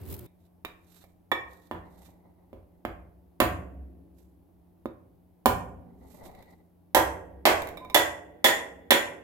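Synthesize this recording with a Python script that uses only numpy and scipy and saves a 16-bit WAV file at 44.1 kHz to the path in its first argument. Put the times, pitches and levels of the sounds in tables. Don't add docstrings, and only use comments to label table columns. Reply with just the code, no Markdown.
import sys
import numpy as np
from scipy import signal
from scipy.fft import rfft, irfft, next_fast_len
from scipy.io import wavfile

SR = 44100
rng = np.random.default_rng(int(sys.argv[2]) if len(sys.argv) > 2 else 0)


def inscribe(sig):
    pcm = np.round(np.clip(np.atleast_2d(sig).T, -1, 1) * 32767)
    wavfile.write(sys.argv[1], SR, pcm.astype(np.int16))


N = 407043
TIME = np.arange(N) / SR
CONTACT_SIZE = 2 ** 14

# bass,
# knock, crack, splinter, floor boom, steel ring; then crushing fibres in dB against the first contact,
# delay of the second contact in seconds, its level in dB, send to the room in dB.
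BLOWS = [(.649, 6.3, 0.5, 3, -6, -20, -17, -24, -5, 0.0025, -19, -9.5),
         (1.316, 17.2, -4.5, 5, -13, -27, -7.5, -2.5, 6, 0.0064, -3.5, -8.5),
         (1.7123, 12, 1, 4.5, -18, -36, 3, -25, -24.5, 0.0033, -37, -3),
         (2.530, 2.7, 2, -10.5, -30, -42.5, 6, -54, -18.5, 0.0026, -34, -2),
         (2.851, 17.1, -2.5, 4, -21, -35.5, 0.5, -37.5, -7, 0.0036, -28.5, -6),
         (3.402, 29.05, -5.5, 1.5, -14, -22, 1, -25.5, 0, .015, -3.5, -5),
         (4.857, 17.9, 1, -4, -33, -46, -9, -46.5, -13, 0.0038, -42.5, -10.5),
         (5.458, 29.4, -3, 3.5, -17.5, -21, -1.5, -30.5, -1, .0076, -12.5, -5),
         (6.9475, 24.97, -12, 4, -13.5, -11.5, -0.5, -36, 4, .019, 0, -2),
         (7.4539, 23.3, -8.5, 3.5, -10.5, -12, -3.5, -45.5, 6.5, .018, -3, 1),
         (7.9448, 24.26, -12.5, 1, -12, -8, -10, -4, 20.5, .016, -2.5, -2.5),
         (8.443, 22, -5.5, 1, -10.5, -8, -12, -3, 24.5, .013, -7.5, 1),
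         (8.9066, 23.45, -7, -0.5, -7, -7.5, -15.5, -3.5, 2, .012, 2, -3)]
# frequency in Hz, width in Hz with the blade free, level in dB standing on the
# floor, level in dB swung on the blade.
BOARD_MODES = [(267, 39, 2.5, -5), (317, 62, 0.5, -3.5), (364.4, 68, 7, -14), (437, 11, -0.5, -0.5),
               (502.5, 61, 4, -2.5), (609.7, 56, -4, 3.5), (715, 28, 2.5, 2), (845, 21, -5.5, 4),
               (923, 56, -5.5, -2), (1026.5, 44, 4.5, 4), (1177, 27, -1.5, -36.5), (1653, 55, -4, 8.5),
               (2060, 120, -3.5, 8), (2530, 360, 4, 4.5), (3210, 330, 0, 4), (4140, 100, -1, -21.5)]
# frequency in Hz, width in Hz over which the gripping wood smears it,
# level in dB with the blade free, level in dB with the blade wedged, t60 in seconds.
STEEL_MODES = [(1094, 72, -2.5, -15.5, .3), (1830, 77, 5, -0.5, 0.21), (1947, 170, -3, 8.5, 0.11),
               (1904, 63, -20, -22, 0.61), (2300, 94, -3, -23, .22), (3460, 380, -1, 6, .09),
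               (3660, 130, -23.5, -12.5, .17), (3827, 130, -14.5, -19, .1), (5450, 470, -25.5, -19, 0.3),
               (7020, 140, -24, -4, 0.16)]
# frequency in Hz, width in Hz, level in dB, t60 in seconds.
FLOOR_MODES = [(52, 15, -0.5, .47), (66.7, 20, -5, 2.1), (89, 16, -2, 1.1), (120, 32, -5, .9),
               (176.3, 70, -12, 1.6)]
# start in seconds, dull part in dB, bright part
# in dB, blade tink in dB.
TICKS = [(.261, -15, -26, -38), (.6495, 2, -14, -13), (1.04, -6.5, -21, -41.5), (2.059, -25.5, -24.5, -35),
         (4.861, -20, -23, -28.5), (6.261, -3.5, -21, -44.5), (6.314, -8, -24, -44.5),
         (6.35, -11, -21, -40.5), (6.425, -10.5, -19, -40), (7.62, 11, 0.5, -22.5), (7.672, -8, -4, -24.5),
         (7.688, -18.5, -6.5, -32.5), (7.7718, 5, -8, -14), (7.8481, 4, -17, -21.5),
         (7.8989, 3, -10, -14.5)]
# frequency in Hz, level in dB.
TICK_DULL = [(60, -2), (250, -12.5), (700, 0), (1200, -4.5), (2500, -36.5), (16000, -61.5)]
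TICK_BRIGHT = [(200, -20), (1200, 2), (2200, 2), (3000, -10), (3700, -10.5), (5000, -14), (9000, -15.5),
               (14000, -11.5)]
# frequency in Hz, width in Hz, level in dB, t60 in seconds.
TINK_MODES = [(1130, 320, -1, 0.052), (2300, 420, 2, .05), (3720, 420, -4, 0.07), (5200, 280, -17, 0.056)]
# start in seconds, length in seconds, level in dB.
SLIPS = [(7.806, .048, -37.5), (7.896, .044, -41)]
# peak in seconds, rise in
# seconds, fall in seconds, scuff in dB, singing in dB.
SCUFFS = [(1.76, .03, 0.37, -54, -70), (2.06, .2, 0.97, -62.5, -81.5), (6.265, 0.036, 0.05, -45, -80),
          (6.27, .35, 0.3, -50.5, -68), (6.48, .3, 0.14, -59.5, -67)]
# frequency in Hz, level in dB.
SCUFF_COLOUR = [(100, -1), (240, -2), (450, -4), (850, -2), (1100, -14.5), (1500, -26.5), (4000, -48)]
SINGING_COLOUR = [(1500, -41.5), (1800, -15), (1950, 5.5), (2150, -2.5), (2450, -23.5), (3300, -29),
                  (3900, -12.5), (6000, -34.5)]
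# peak in seconds, rise in seconds, fall in seconds, rubbing in dB,
# hiss in dB.
RUSTLES = [(.46, 0.11, 0.031, -71, -71.5), (.96, 0.13, 0.13, -59, -55.5), (1.028, 0.042, 0.024, -54, -59.5),
           (1.53, 0.098, 0.26, -62.5, -63.5), (1.66, .15, 0.075, -65, -66.5),
           (1.984, 0.072, .07, -66, -67.5), (2.06, 0.19, 0.1, -62, -58.5), (4.194, 0.058, .15, -81, -67),
           (6.128, 0.133, .35, -66, -58.5), (6.258, 0.027, .04, -50.5, -49), (6.41, .2, 0.097, -61, -71),
           (6.51, 0.054, 0.085, -72, -68)]
# frequency in Hz, level in dB.
RUB_COLOUR = [(500, -3), (850, 7), (1400, 5), (2350, -3), (3000, -9), (3750, 11), (5100, -5), (7000, -37.5)]
GLOVE_HISS = [(2500, 10), (5000, 10), (8000, 13.5), (10500, 10), (13000, 21), (16000, -23)]
# peak in seconds, rise in seconds, fall in seconds, rumble
# in dB, hiss in dB.
BRUSHES = [(.13, 0.081, 0.054, -37, -40), (.192, 0.033, 0.036, -59, -49.5)]
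# frequency in Hz, level in dB.
RUMBLE_COLOUR = [(21, -54), (35, -33), (85, 2), (144, -13), (358, -11.5), (397, -12), (432, -18),
                 (696, -27), (805, -26.5), (1240, -33.5), (5000, -45.5), (6500, -62), (11000, -120)]
SLEEVE_HISS = [(1500, -14), (4000, -9), (6000, -11.5), (9000, -5.5), (11000, -5), (12500, 3), (15800, -2.5)]
# frequency in Hz, level in dB.
AIR_COLOUR = [(21, -47), (35, -10.5), (82, 1.5), (129, -10.5), (176, -4), (222, -9.5), (309, -2.5),
              (490, -16), (650, -13.5), (739, -13.5), (907, -18.5), (1330, -31.5), (7420, -45.5),
              (12400, -33), (16000, -38.5)]
# level in dB of its tone, then of the octave above.
HUM_DB = [-64.5, -62.5]
# frequency in Hz, t60 of the reverberation in seconds, level in dB and t60 in seconds of
ROOM = [(60, 0.98, -8, 2.0), (172, 0.36, -9.5, 2.4), (327, 0.43, -12.5, 3), (680, 0.45, -4, 0.87),
        (1020, 0.47, -23, 0.96), (1860, 0.47, -29, 1.6), (3970, 0.27, -38, .8), (7600, 0.4, -45, .6),
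        (15000, 0.21, -45, .5)]
# frequency in Hz, left in dB, right in dB.
PORTS = [(100, 2, 4.5), (295, 0.5, -1), (550, -5, 0.5), (1280, -2.5, -1.5), (2180, 2, 0.5), (3494, -0.5, 4),
         (4800, -9.5, 0), (11100, -19.5, 2), (12730, -5.5, 5.5), (16200, -10.5, -1)]

WEDGING_FROM_S, WEDGING_S = 6.59, 0.55
SNAP_STANDING_DB, SNAP_SWUNG_DB = 5, 0.8
SQUEAK_HZ, SLIP_ATTACK_S, SLIP_T60_S = 1020, .012, 0.062
SWELL_DB = 20
RUMBLE_DB, RUMBLE_HISS_DB, RUMBLE_STOP_S, RUMBLE_RELEASE_S = -45, -61.5, .262, .008
HUM_HZ, AIR_DB = 88.5, -63.5
CUTOFF_HZ = 16000


def blows(wood_db=-4.0, steel_db=-7.0, boom_db=-25.0, boom_side_db=-13.5, second_dull_db=-18.0):
    near, feed, boom = np.zeros(N), np.zeros(N), np.zeros((2, N))
    for s, body, bass, knock, crack, splinter, floor, steel, crush, delay, second, room in BLOWS:
        wedged = np.clip((s - WEDGING_FROM_S) / WEDGING_S, 0, 1)
        snap = splinter + blend(SNAP_STANDING_DB, SNAP_SWUNG_DB, wedged)

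        force = contact(crush)
        foot = colour(contact(crush), [(1500, 0), (8000, second_dull_db)])
        add(force, from_db(second) * foot, delay)
        hardness = [(40, bass - 18), (130, bass - 7), (220, bass), (330, 0), (560, 0), (800, knock),
                    (1150, knock), (2600, crack), (5500, splinter), (9500, splinter), (12500, snap)]

        sound = from_db(body + steel + steel_db) * hatchet(wedged)
        wood = board(colour(force, hardness), wedged)
        add(sound, from_db(body + wood_db) * wood, 0)
        add(near, sound, s)
        add(feed, from_db(room) * sound, s)
        add(boom, from_db(body + floor + boom_db) * floor_thump(boom_side_db), s)
    return near, feed, boom


def contact(crush_db, crush_decay_s=0.062, bite_decay_s=0.024, bite_db=0.5, grain_db=4.0):
    push = colour(signal.unit_impulse(CONTACT_SIZE), [(1800, -1.5), (6000, -12)])
    bite = colour(crackle(bite_decay_s, grain_db), [(1000, -20), (4000, 2)])
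    crushing = crackle(crush_decay_s, grain_db)
    return energy_one(push + from_db(bite_db) * bite + from_db(crush_db) * crushing)


def crackle(decay_s, grain_db):
    t = np.arange(CONTACT_SIZE) / SR
    unevenness = from_db(grain_db * rng.standard_normal(CONTACT_SIZE))
    grains = rng.standard_normal(CONTACT_SIZE) * unevenness
    spectrum = rfft(grains * from_db(-60 * t / decay_s))
    flat = irfft(spectrum / (np.abs(spectrum) + 1e-12))
    return energy_one(flat * from_db(-10 * t / decay_s))


def board(force, wedged, dense_db=0.0, spread_db=0.5, detune=0.03, blade_damping=1.73):
    out = from_db(dense_db) * force
    damping = blend(1, blade_damping, wedged)
    draws = rng.standard_normal((len(BOARD_MODES), 2))
    for (hz, width, standing_db, swung_db), (louder, higher) in zip(BOARD_MODES, draws):
        radius = np.exp(-np.pi * width * damping / SR)
        angle = 2 * np.pi * hz * (1 + detune * higher) / SR
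        level_db = blend(standing_db, swung_db, wedged) + spread_db * louder
        gain = from_db(level_db) * (1 - radius ** 2) / 2
        poles = [1, -2 * radius * np.cos(angle), radius ** 2]
        out = out + signal.lfilter([gain, 0, -gain], poles, force)
    return out


def hatchet(wedged):
    modes = [(hz, width, blend(free_db, wedged_db, wedged), t60)
             for hz, width, free_db, wedged_db, t60 in STEEL_MODES]
    return ringing(modes, SR, spread_db=1.0)


def floor_thump(side_db):
    middle = ringing(FLOOR_MODES, 2 * SR, count=7)
    side = ringing(FLOOR_MODES, 2 * SR, count=1) * [[1], [-1]]
    return middle + from_db(side_db) * side


def ringing(modes, size, count=8, spread_db=2.5):
    t, out = np.arange(size) / SR, 0
    for hz, width, db, t60 in modes:
        places = (np.arange(count) + rng.random(count)) / count - .5
        partials = hz + width * places
        weights = np.sin(np.pi * (np.arange(count) + .5) / count) ** 2
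        phases = rng.random((count, 1))
        cluster = weights @ np.sin(2 * np.pi * (partials[:, None] * t + phases))
        ring = energy_one(cluster * from_db(-60 * t / t60)) * np.sqrt(t60)
        onset = 1 - np.exp(-t * hz)
        out = out + from_db(db + spread_db * rng.standard_normal()) * ring * onset
    return energy_one(out * np.minimum(1, 10 * (1 - t / t[-1])))


def blend(free, fast, wedged):
    return free + (fast - free) * wedged


def ticks(crush_db=1.0):
    out = np.zeros(N)
    for s, dull, bright, tink in TICKS:
        force = contact(crush_db)
        knock = from_db(dull) * colour(force, TICK_DULL)
        snap = from_db(bright) * colour(force, TICK_BRIGHT)
        add(out, knock + snap + from_db(tink) * ringing(TINK_MODES, CONTACT_SIZE), s)
    return out


def squeak():
    level = np.zeros(N)
    for s, length, db in SLIPS:
        attack = np.clip((TIME - s) / SLIP_ATTACK_S, 0, 1)
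        release_db = -60 * np.clip((TIME - s - length) / SLIP_T60_S, 0, 2)
        level += from_db(db + release_db) * attack
    hz = SQUEAK_HZ * (1 + .008 * drift(250))
    judder = from_db(1.5 * drift(160))
    return level * judder * np.sin(2 * np.pi * np.cumsum(hz) / SR)


def regrip(judder_db=4.5):
    scuff_gain, singing_gain = movements(SCUFFS)
    scuff = scuff_gain * noise(SCUFF_COLOUR, alike=0.27)
    singing = singing_gain * noise(SINGING_COLOUR, alike=0.12)
    return from_db(judder_db * drift(54)) * (scuff + singing)


def cloth(rub_db=-8.5, grain_db=2.5, left_db=-28.0):
    rub_gain, hiss_gain = movements(RUSTLES)
    gloves = hiss_gain * noise(GLOVE_HISS, alike=0.51) * from_db([[left_db], [0]])
    rubbing = from_db(rub_db) * rub_gain * noise(RUB_COLOUR, alike=0.1)
    return from_db(grain_db * drift(150)) * (gloves + rubbing)


def sleeve(grain_db=4.0):
    steady = from_db([[RUMBLE_DB], [RUMBLE_HISS_DB]])
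    rumble_gain, hiss_gain = np.hypot(movements(BRUSHES), steady)
    brush = hiss_gain * from_db(grain_db * drift(253)) * noise(SLEEVE_HISS, alike=0.12)
    rumble = rumble_gain * noise(RUMBLE_COLOUR, alike=0.43)
    sounding = np.clip(1 - (TIME - RUMBLE_STOP_S) / RUMBLE_RELEASE_S, 0, 1)
    return sounding * (brush + rumble)


def movements(rows):
    power = np.zeros((2, N))
    for peak_s, rise_s, fall_s, first_db, second_db in rows:
        power += (from_db([[first_db], [second_db]]) * swell(peak_s, rise_s, fall_s)) ** 2
    return np.sqrt(power)


def swell(peak_s, rise_s, fall_s):
    distance = np.maximum((peak_s - TIME) / rise_s, (TIME - peak_s) / fall_s)
    return from_db(-SWELL_DB * distance.clip(0, 10))


def workshop(x, build_s=0.00043, alike_hz=480, scatter_db=3.0):
    size = 3 * SR
    t, f = np.arange(size) / SR, np.fft.rfftfreq(size, 1 / SR)
    scatter = from_db(scatter_db * rng.standard_normal(size))
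    white = rfft(rng.standard_normal((3, size)) * scatter)
    alike = 1 / (1 + (f / alike_hz) ** 2)
    field = np.sqrt(alike) * white[2] + np.sqrt(1 - alike) * white[:2]
    field /= np.std(irfft(field))

    response, centres = 0, np.log([row[0] for row in ROOM])
    for share, (hz, t60, drone_db, drone_t60) in zip(np.eye(len(ROOM)), ROOM):
        band = irfft(field * np.interp(np.log(f + 1), centres, share))
        reverb = energy_one(from_db(-60 * t / t60) * (1 - np.exp(-t / build_s)))
        drone = from_db(drone_db) * energy_one(from_db(-60 * t / drone_t60))
        response = response + band * np.hypot(reverb, drone)
    return signal.fftconvolve(x[None], response, axes=1)[:, :N]


def background(waver_db=1.0):
    hum = np.zeros(N)
    for k, db in enumerate(HUM_DB, 1):
        level = from_db(db + waver_db * drift(3.6))
        hum += level * np.sin(2 * np.pi * k * HUM_HZ * TIME + 0.99 * drift(10.0))
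    return hum + from_db(AIR_DB) * noise(AIR_COLOUR, alike=0.29)


def noise(points, alike):
    white = rng.standard_normal((3, N))
    sides = np.sqrt(alike) * white[2] + np.sqrt(1 - alike) * white[:2]
    return rms_one(colour(sides, points))


def drift(rate):
    knots = rng.standard_normal(2048)
    return np.interp(TIME * rate, np.arange(len(knots)), knots)


def colour(x, points, axis=1):
    n = 2 * next_fast_len(x.shape[-1] // 2 + 512)
    cepstrum = irfft(np.log(from_db(at_hz(points, np.fft.rfftfreq(n, 1 / SR), axis))))
    cepstrum[1:n // 2] *= 2
    cepstrum[n // 2 + 1:] = 0
    return irfft(rfft(x, n) * np.exp(rfft(cepstrum)))[..., :x.shape[-1]]


def at_hz(points, hz, axis=1):
    points = np.array(points)
    return np.interp(np.log(np.maximum(hz, 1)), np.log(points[:, 0]), points[:, axis])


def add(out, x, s):
    i = max(round(s * SR), 0)
    out[..., i:i + x.shape[-1]] += x[..., :out.shape[-1] - i]


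def from_db(db):
    return 10 ** (np.asarray(db) / 20)


def rms_one(x):
    return x / np.sqrt(np.mean(x ** 2) + 1e-20)


def energy_one(x):
    return x / np.sqrt(np.sum(x ** 2) + 1e-20)


def scene(direct_left_db=-7.0, direct_right_db=-2.0, room_db=0.0, small_room_db=-8.0):
    near, feed, boom = blows()
    small = ticks() + squeak()
    direct = near + small
    left, right = from_db(room_db) * workshop(feed + from_db(small_room_db) * small)
    left = left + from_db(direct_left_db) * np.roll(direct, 5)
    right = right + from_db(direct_right_db) * direct
    work = np.array([colour(left, PORTS, axis=1), colour(right, PORTS, axis=2)])
    return work + boom + cloth() + sleeve() + regrip() + background()


def record(dry):
    rounded = 1.1 * np.tanh(dry / 1.1)
    low_pass = signal.ellip(10, .3, 80, CUTOFF_HZ, fs=SR, output="sos")
    return signal.sosfilt(low_pass, rounded)


dry = scene()
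out = record(dry)
inscribe(out)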